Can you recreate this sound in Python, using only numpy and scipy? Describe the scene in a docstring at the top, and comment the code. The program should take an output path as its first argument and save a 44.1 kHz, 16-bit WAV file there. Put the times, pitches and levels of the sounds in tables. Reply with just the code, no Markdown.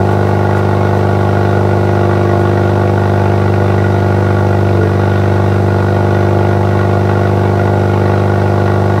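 """An open garage: a four-cylinder turbo car with an open exhaust idles near 1500 rpm, heard close behind it.
Each firing is a click that booms through the pipe, a random blast of bark and a rasping puff of gas.
The idle sags, stumbles three times and recovers; room resonances swell and fade with it.
People walk round: shoes scuff faintly as swells of noise, and bodies shift the resonances.
Steady filtered noise is the hiss of the engine bay."""
import sys
import numpy as np
from scipy import signal
from scipy.fft import rfft, irfft
from scipy.io import wavfile
from scipy.ndimage import uniform_filter1d, minimum_filter1d

SR = 44100
rng = np.random.default_rng(int(sys.argv[2]) if len(sys.argv) > 2 else 0)


def dump_mix(stems):
    """Bounce the given channels to the path in sys.argv[1] as a 16-bit WAV at rate SR."""
    frames = np.atleast_2d(stems).T  # one column per channel
    limited = np.clip(frames, -1, 1)  # hard clip at full scale
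    pcm = np.round(limited * 32767).astype(np.int16)
    wavfile.write(sys.argv[1], SR, pcm)


N = 396900
TIME = np.arange(N) / SR  # s
FREQ = np.maximum(np.fft.rfftfreq(N, 1 / SR), 1)  # Hz, kept above zero for the logarithm

# Idle speed, sagging slowly and recovering: (time [s], firing rate [Hz])
IDLE_SPEED = [(0, 50.1), (2.4, 49.79), (3.9, 49.61), (5.2, 49.41), (6.1, 49.65), (7.5, 49.83), (9, 49.87)]
# Brief stumbles of the idle: (time [s], drop in firing rate [Hz])
STUMBLES = [(4.82, 0.62), (5.77, 0.25), (7.98, 0.22)]
STUMBLE_S = .11  # half length of a stumble, s
FIRST_FIRING = .46  # where the first firing falls, in firing periods
# Steady tone of pipe and garage: (multiple of half the firing rate [-], level [dB])
TONE_LINES = [(1, -56.5), (2, -37.5), (3, -21.5), (4, 0.0), (5, -18.0), (6, -10.0), (7, -19.0), (8, -8.0),
              (9, -27.0), (10, -19.0), (11, -24.5), (12, -17.5), (13, -25.5), (14, -9.0), (15, -11.0),
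              (16, -15.5), (17, -20.0), (18, -17.5), (19, -22.0), (20, -14.0), (21, -30.5), (22, -22.5),
              (23, -26.5), (24, -15.0), (25, -22.0), (26, -22.5), (27, -22.5), (28, -14.0), (29, -26.5),
              (30, -26.5), (31, -20.0), (32, -33.5), (33, -19.0), (34, -31.0), (35, -19.5), (36, -31.0)]
# Colour of the blast that differs from firing to firing: (frequency [Hz], level [dB])
BARK_COLOUR = [(30, -31), (60, -24), (100, 3), (200, 8), (275, 12), (350, 7.5), (450, 18.5), (550, 8),
               (680, 13), (780, 3), (860, 14.5), (1000, 12), (1400, -35)]
# Resonances the bark rings with: (centre [Hz], width [Hz], boost [dB])
BARK_RINGS = [(348, 22, 8), (442, 22, 4), (497, 22, 8), (598, 22, 8), (695, 24, 10), (770, 20, 6),
              (822, 22, 7), (870, 30, 7)]
# Rush of gas at the tailpipe: (frequency [Hz], level [dB])
GAS_COLOUR = [(400, -28.5), (800, -15.5), (1000, -3), (1300, -1), (1550, -8), (2300, -13.5), (3000, -15),
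              (4500, -26.5), (6000, -22.5), (7500, -56), (15000, -68)]
# Ring of the tailpipe: (centre [Hz], width [Hz], boost above the rush [dB])
PIPE_RINGS = [(1088, 23.4, 12), (1128.2, 73, 11), (1290, 40, 2.5), (1397, 37, 5), (1467.6, 159, 14),
              (1628, 30, 13.5), (1917, 158, 12.5), (2172, 54, 13), (2263, 40, 8), (2446, 72, 6.5),
              (2580, 33, 6.5), (2748, 97, 6.5), (3550, 150, 8), (3826, 120, 9), (4046, 160, 9.5)]
# Echoes from the open pipe end and the back wall: (delay [s], share [-], negative = inverted)
ECHOES = [(.0046, -.45), (.0245, .35)]
# Standing waves: (centre [Hz], width [Hz], level at mean speed [dB], change with faster idle [dB/Hz],
# change with stumble drop [dB/Hz], change with a body near [dB])
STANDING_WAVES = [(100, 21, 0, -3, 1, -0.7), (343.4, 18, 0.14, 0, 6, 6), (436, 36, -1, 6, 18, 1.4),
                  (620, 280, 1, 1.2, -1, 1.4), (822, 120, 1.94, 4, -7, -2.2), (1100, 140, 0, 5, .6, 1.5)]
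# Someone passes the tailpipes, then the side of the car: (time [s], half length [s], nearness [0-1])
PASSERS = [(2.27, 0.53, 0.8), (6.3, 0.39, 0.32)]
# Shoe scuffs: (time [s], level [dB])
SCUFFS = [(.13, -48), (.29, -49), (.58, -43), (.98, -47), (1.49, -54), (2.41, -47)]
# Hiss of engine bay and turbo: (frequency [Hz], level [dB])
HISS_COLOUR = [(30, 7.5), (1000, 8.5), (3000, -1), (4500, 1), (6000, -5), (7000, -7.5), (9000, -10.5),
               (12000, -14.5), (15500, -15.5)]
# Faint whistles in the hiss: (centre [Hz], width [Hz], boost above the hiss [dB])
WHISTLES = [(8330, 450, 3), (11350, 600, 3), (14220, 400, 4)]
TOP_HZ = 15700  # top of the microphone's range


def boom(times, half_rate_hz, unequal_treble_db=-6, size_db=0.27, edge_db=0.5, waver_db=0.33):
    """Firings drive the pipe; unequal cylinders add lines halfway between the firing harmonics."""
    sizes = undb(size_db * rng.standard_normal(len(times)))
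    lines = [(k * half_rate_hz, db) for k, db in TONE_LINES]
    roll_off = [(1000, -36), (1450, -35), (1800, -50), (4000, -85)]  # Hz, dB
    unequal_roll_off = [(hz, db + unequal_treble_db) for hz, db in roll_off]
    alike = colour(clicks(times, sizes), lines[1::2] + roll_off)
    # clicks of alternating sign hold only the in-between lines
    signs = (-1) ** np.arange(len(times))
    unequal = colour(clicks(times, sizes * signs), lines[::2] + unequal_roll_off)
    tone = spread(lag_lows(alike + unequal, lag_s=.0043, corner_hz=700))
    # the burn is now sharper, now softer: the upper lines waver over a firm bass
    edge = irfft(rfft(tone) * bell(610, 510), N)
    edge_gain = undb(edge_db + waver_db * walk(rate=13.0))
    return level(tone + edge * (edge_gain - 1), -10.5)


def bark(times):
    """No two firings burn alike: a short random blast rides on each and rings pipe and room."""
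    bursts = puffs(times, np.ones(len(times)), decay_s=0.0092)
    blasts = colour(bursts, BARK_COLOUR, BARK_RINGS)
    return level(lag_lows(blasts, lag_s=.004, corner_hz=700), -26)


def rasp(times, scatter_db=1.3):
    """Gas tears out of the tailpipe after each firing and rings it; the walls scatter it."""
    sizes = undb(scatter_db * rng.standard_normal(len(times)))
    gas = puffs(times, sizes, decay_s=0.0096)
    return level(garage(colour(gas, GAS_COLOUR, PIPE_RINGS)), -25.5)


def scuffs(length_s=0.024):
    """Soles brush the concrete in brief bright swells of noise."""
    swell = swells((s, length_s, undb(db)) for s, db in SCUFFS)
    brush = colour(rng.standard_normal(N), [(1000, -16), (6000, 2), (11000, 0), (15000, -6)])
    return swell * level(brush, 0)


def hiss():
    """Smooth rush of air from the engine bay, heard round the walls."""
    air = colour(rng.standard_normal(N), HISS_COLOUR, WHISTLES)
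    return level(garage(air), -36.5)


def standing_waves(x, idle_hz, stumble_hz):
    """Each room resonance follows the engine speed, jumps when the idle stumbles and shifts as a body passes."""
    spectrum = rfft(x)
    faster_hz = idle_hz - idle_hz.mean()
    near = swells(PASSERS)
    for hz, width, rest_db, speed_db, stumble_db, body_db in STANDING_WAVES:
        db = rest_db + speed_db * faster_hz + stumble_db * stumble_hz + body_db * near
        x = x + (undb(db) - 1) * irfft(spectrum * bell(hz, width), N)
    return x


def garage(x):
    """The direct sound, then dense reflections from floor, car and walls."""
    t = TIME[:SR // 2]
    decay = np.exp(-np.log(1000) * t / .25)  # 60 dB down in .25 s
    tail = rng.standard_normal(len(t)) * decay * (t > .003)
    tail = .5 * tail / np.linalg.norm(tail)
    return x + irfft(rfft(x) * rfft(tail, N), N)


def spread(x):
    """Echoes fill the gaps between pulses by turning phase only, so the colour stays the same."""
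    spectrum = rfft(x)
    for delay_s, share in ECHOES:
        trip = np.exp(-2j * np.pi * FREQ * delay_s)
        spectrum = spectrum * (1 + share / trip) / (1 + share * trip)
    return irfft(spectrum, N)


def lag_lows(x, lag_s, corner_hz):
    """Low notes build up in the room and arrive late, so each pulse sweeps downward."""
    phase = 2 * np.pi * lag_s * corner_hz * np.arctan(FREQ / corner_hz)
    return irfft(rfft(x) * np.exp(-1j * phase), N)


def clicks(times, sizes):
    """One impulse at each time."""
    places = np.clip(np.round(times * SR).astype(int), 0, N - 1)
    return np.bincount(places, sizes, N)


def puffs(times, sizes, decay_s):
    """Bursts of turbulence that start at once and die away exponentially."""
    pole = np.exp(-1 / (decay_s * SR))
    envelope = signal.lfilter([1], [1, -pole], clicks(times, sizes))
    return envelope * rng.standard_normal(N)


def colour(x, points, peaks=()):
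    """Causal (minimum-phase) filter through (Hz, dB) points, with resonances on top."""
    hz, db = np.transpose(points)
    curve_db = np.interp(np.log(FREQ), np.log(hz), db)
    curve_db = curve_db + sum(boost * bell(f, width) for f, width, boost in peaks)
    # folding the cepstrum forward makes the response causal
    cepstrum = irfft(np.log(undb(curve_db)), N)
    cepstrum[1:N // 2] *= 2
    cepstrum[N // 2 + 1:] = 0
    return irfft(rfft(x) * np.exp(rfft(cepstrum)), N)


def bell(hz, width):
    """A resonance hump over frequency: 1 at its centre, one half at the edges of its width."""
    return 2 ** -((2 * (FREQ - hz) / width) ** 2)


def swells(rows):
    """A smooth rise and fall for each (time s, half length s, height)."""
    return sum(height * np.exp(-((TIME - s) / length_s) ** 2) for s, length_s, height in rows)


def walk(rate):
    """Random values, so many a second, joined by straight lines; rms 1."""
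    return level(np.interp(TIME * rate, np.arange(SR), rng.standard_normal(SR)), 0)


def undb(db):
    """Decibels to gain."""
    return 10 ** (np.asarray(db) / 20)


def level(x, db):
    """Scale to an rms level."""
    return x * undb(db) / np.sqrt(np.mean(x ** 2))


def scene(jitter_s=.00004):
    """The crank times every firing; all exhaust sounds follow it."""
    idle_hz = np.interp(TIME, *np.transpose(IDLE_SPEED))
    stumble_hz = swells((s, STUMBLE_S, drop_hz) for s, drop_hz in STUMBLES)
    firing_hz = idle_hz - stumble_hz
    # a firing falls each time the running count gains one
    count = np.cumsum(firing_hz) / SR
    times = np.interp(np.arange(FIRST_FIRING, count[-1]), count, TIME)
    times = times + jitter_s * rng.standard_normal(len(times))
    exhaust = boom(times, firing_hz.mean() / 2) + bark(times) + rasp(times)
    exhaust = standing_waves(exhaust, idle_hz, stumble_hz)
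    return (exhaust + scuffs() + hiss())[None]


def record(dry):
    """The phone microphone sheds deep rumble, limits the very highest peaks and cuts the top."""
    fade = np.minimum(np.minimum(TIME, TIME[::-1]) / .002, 1)  # 2 ms at each end
    rumble_cut = signal.butter(1, 10, "high", fs=SR, output="sos")
    sound = signal.sosfilt(rumble_cut, dry) * fade
    # the limiter ducks smoothly around any peak above full scale
    gain = 1 / np.maximum(np.abs(sound), 1)
    gain = uniform_filter1d(minimum_filter1d(gain, size=221), size=221)
    top_cut = signal.ellip(16, .1, 80, TOP_HZ, fs=SR, output="sos")
    return signal.sosfilt(top_cut, sound * gain)


dry = scene()
out = record(dry)
dump_mix(out)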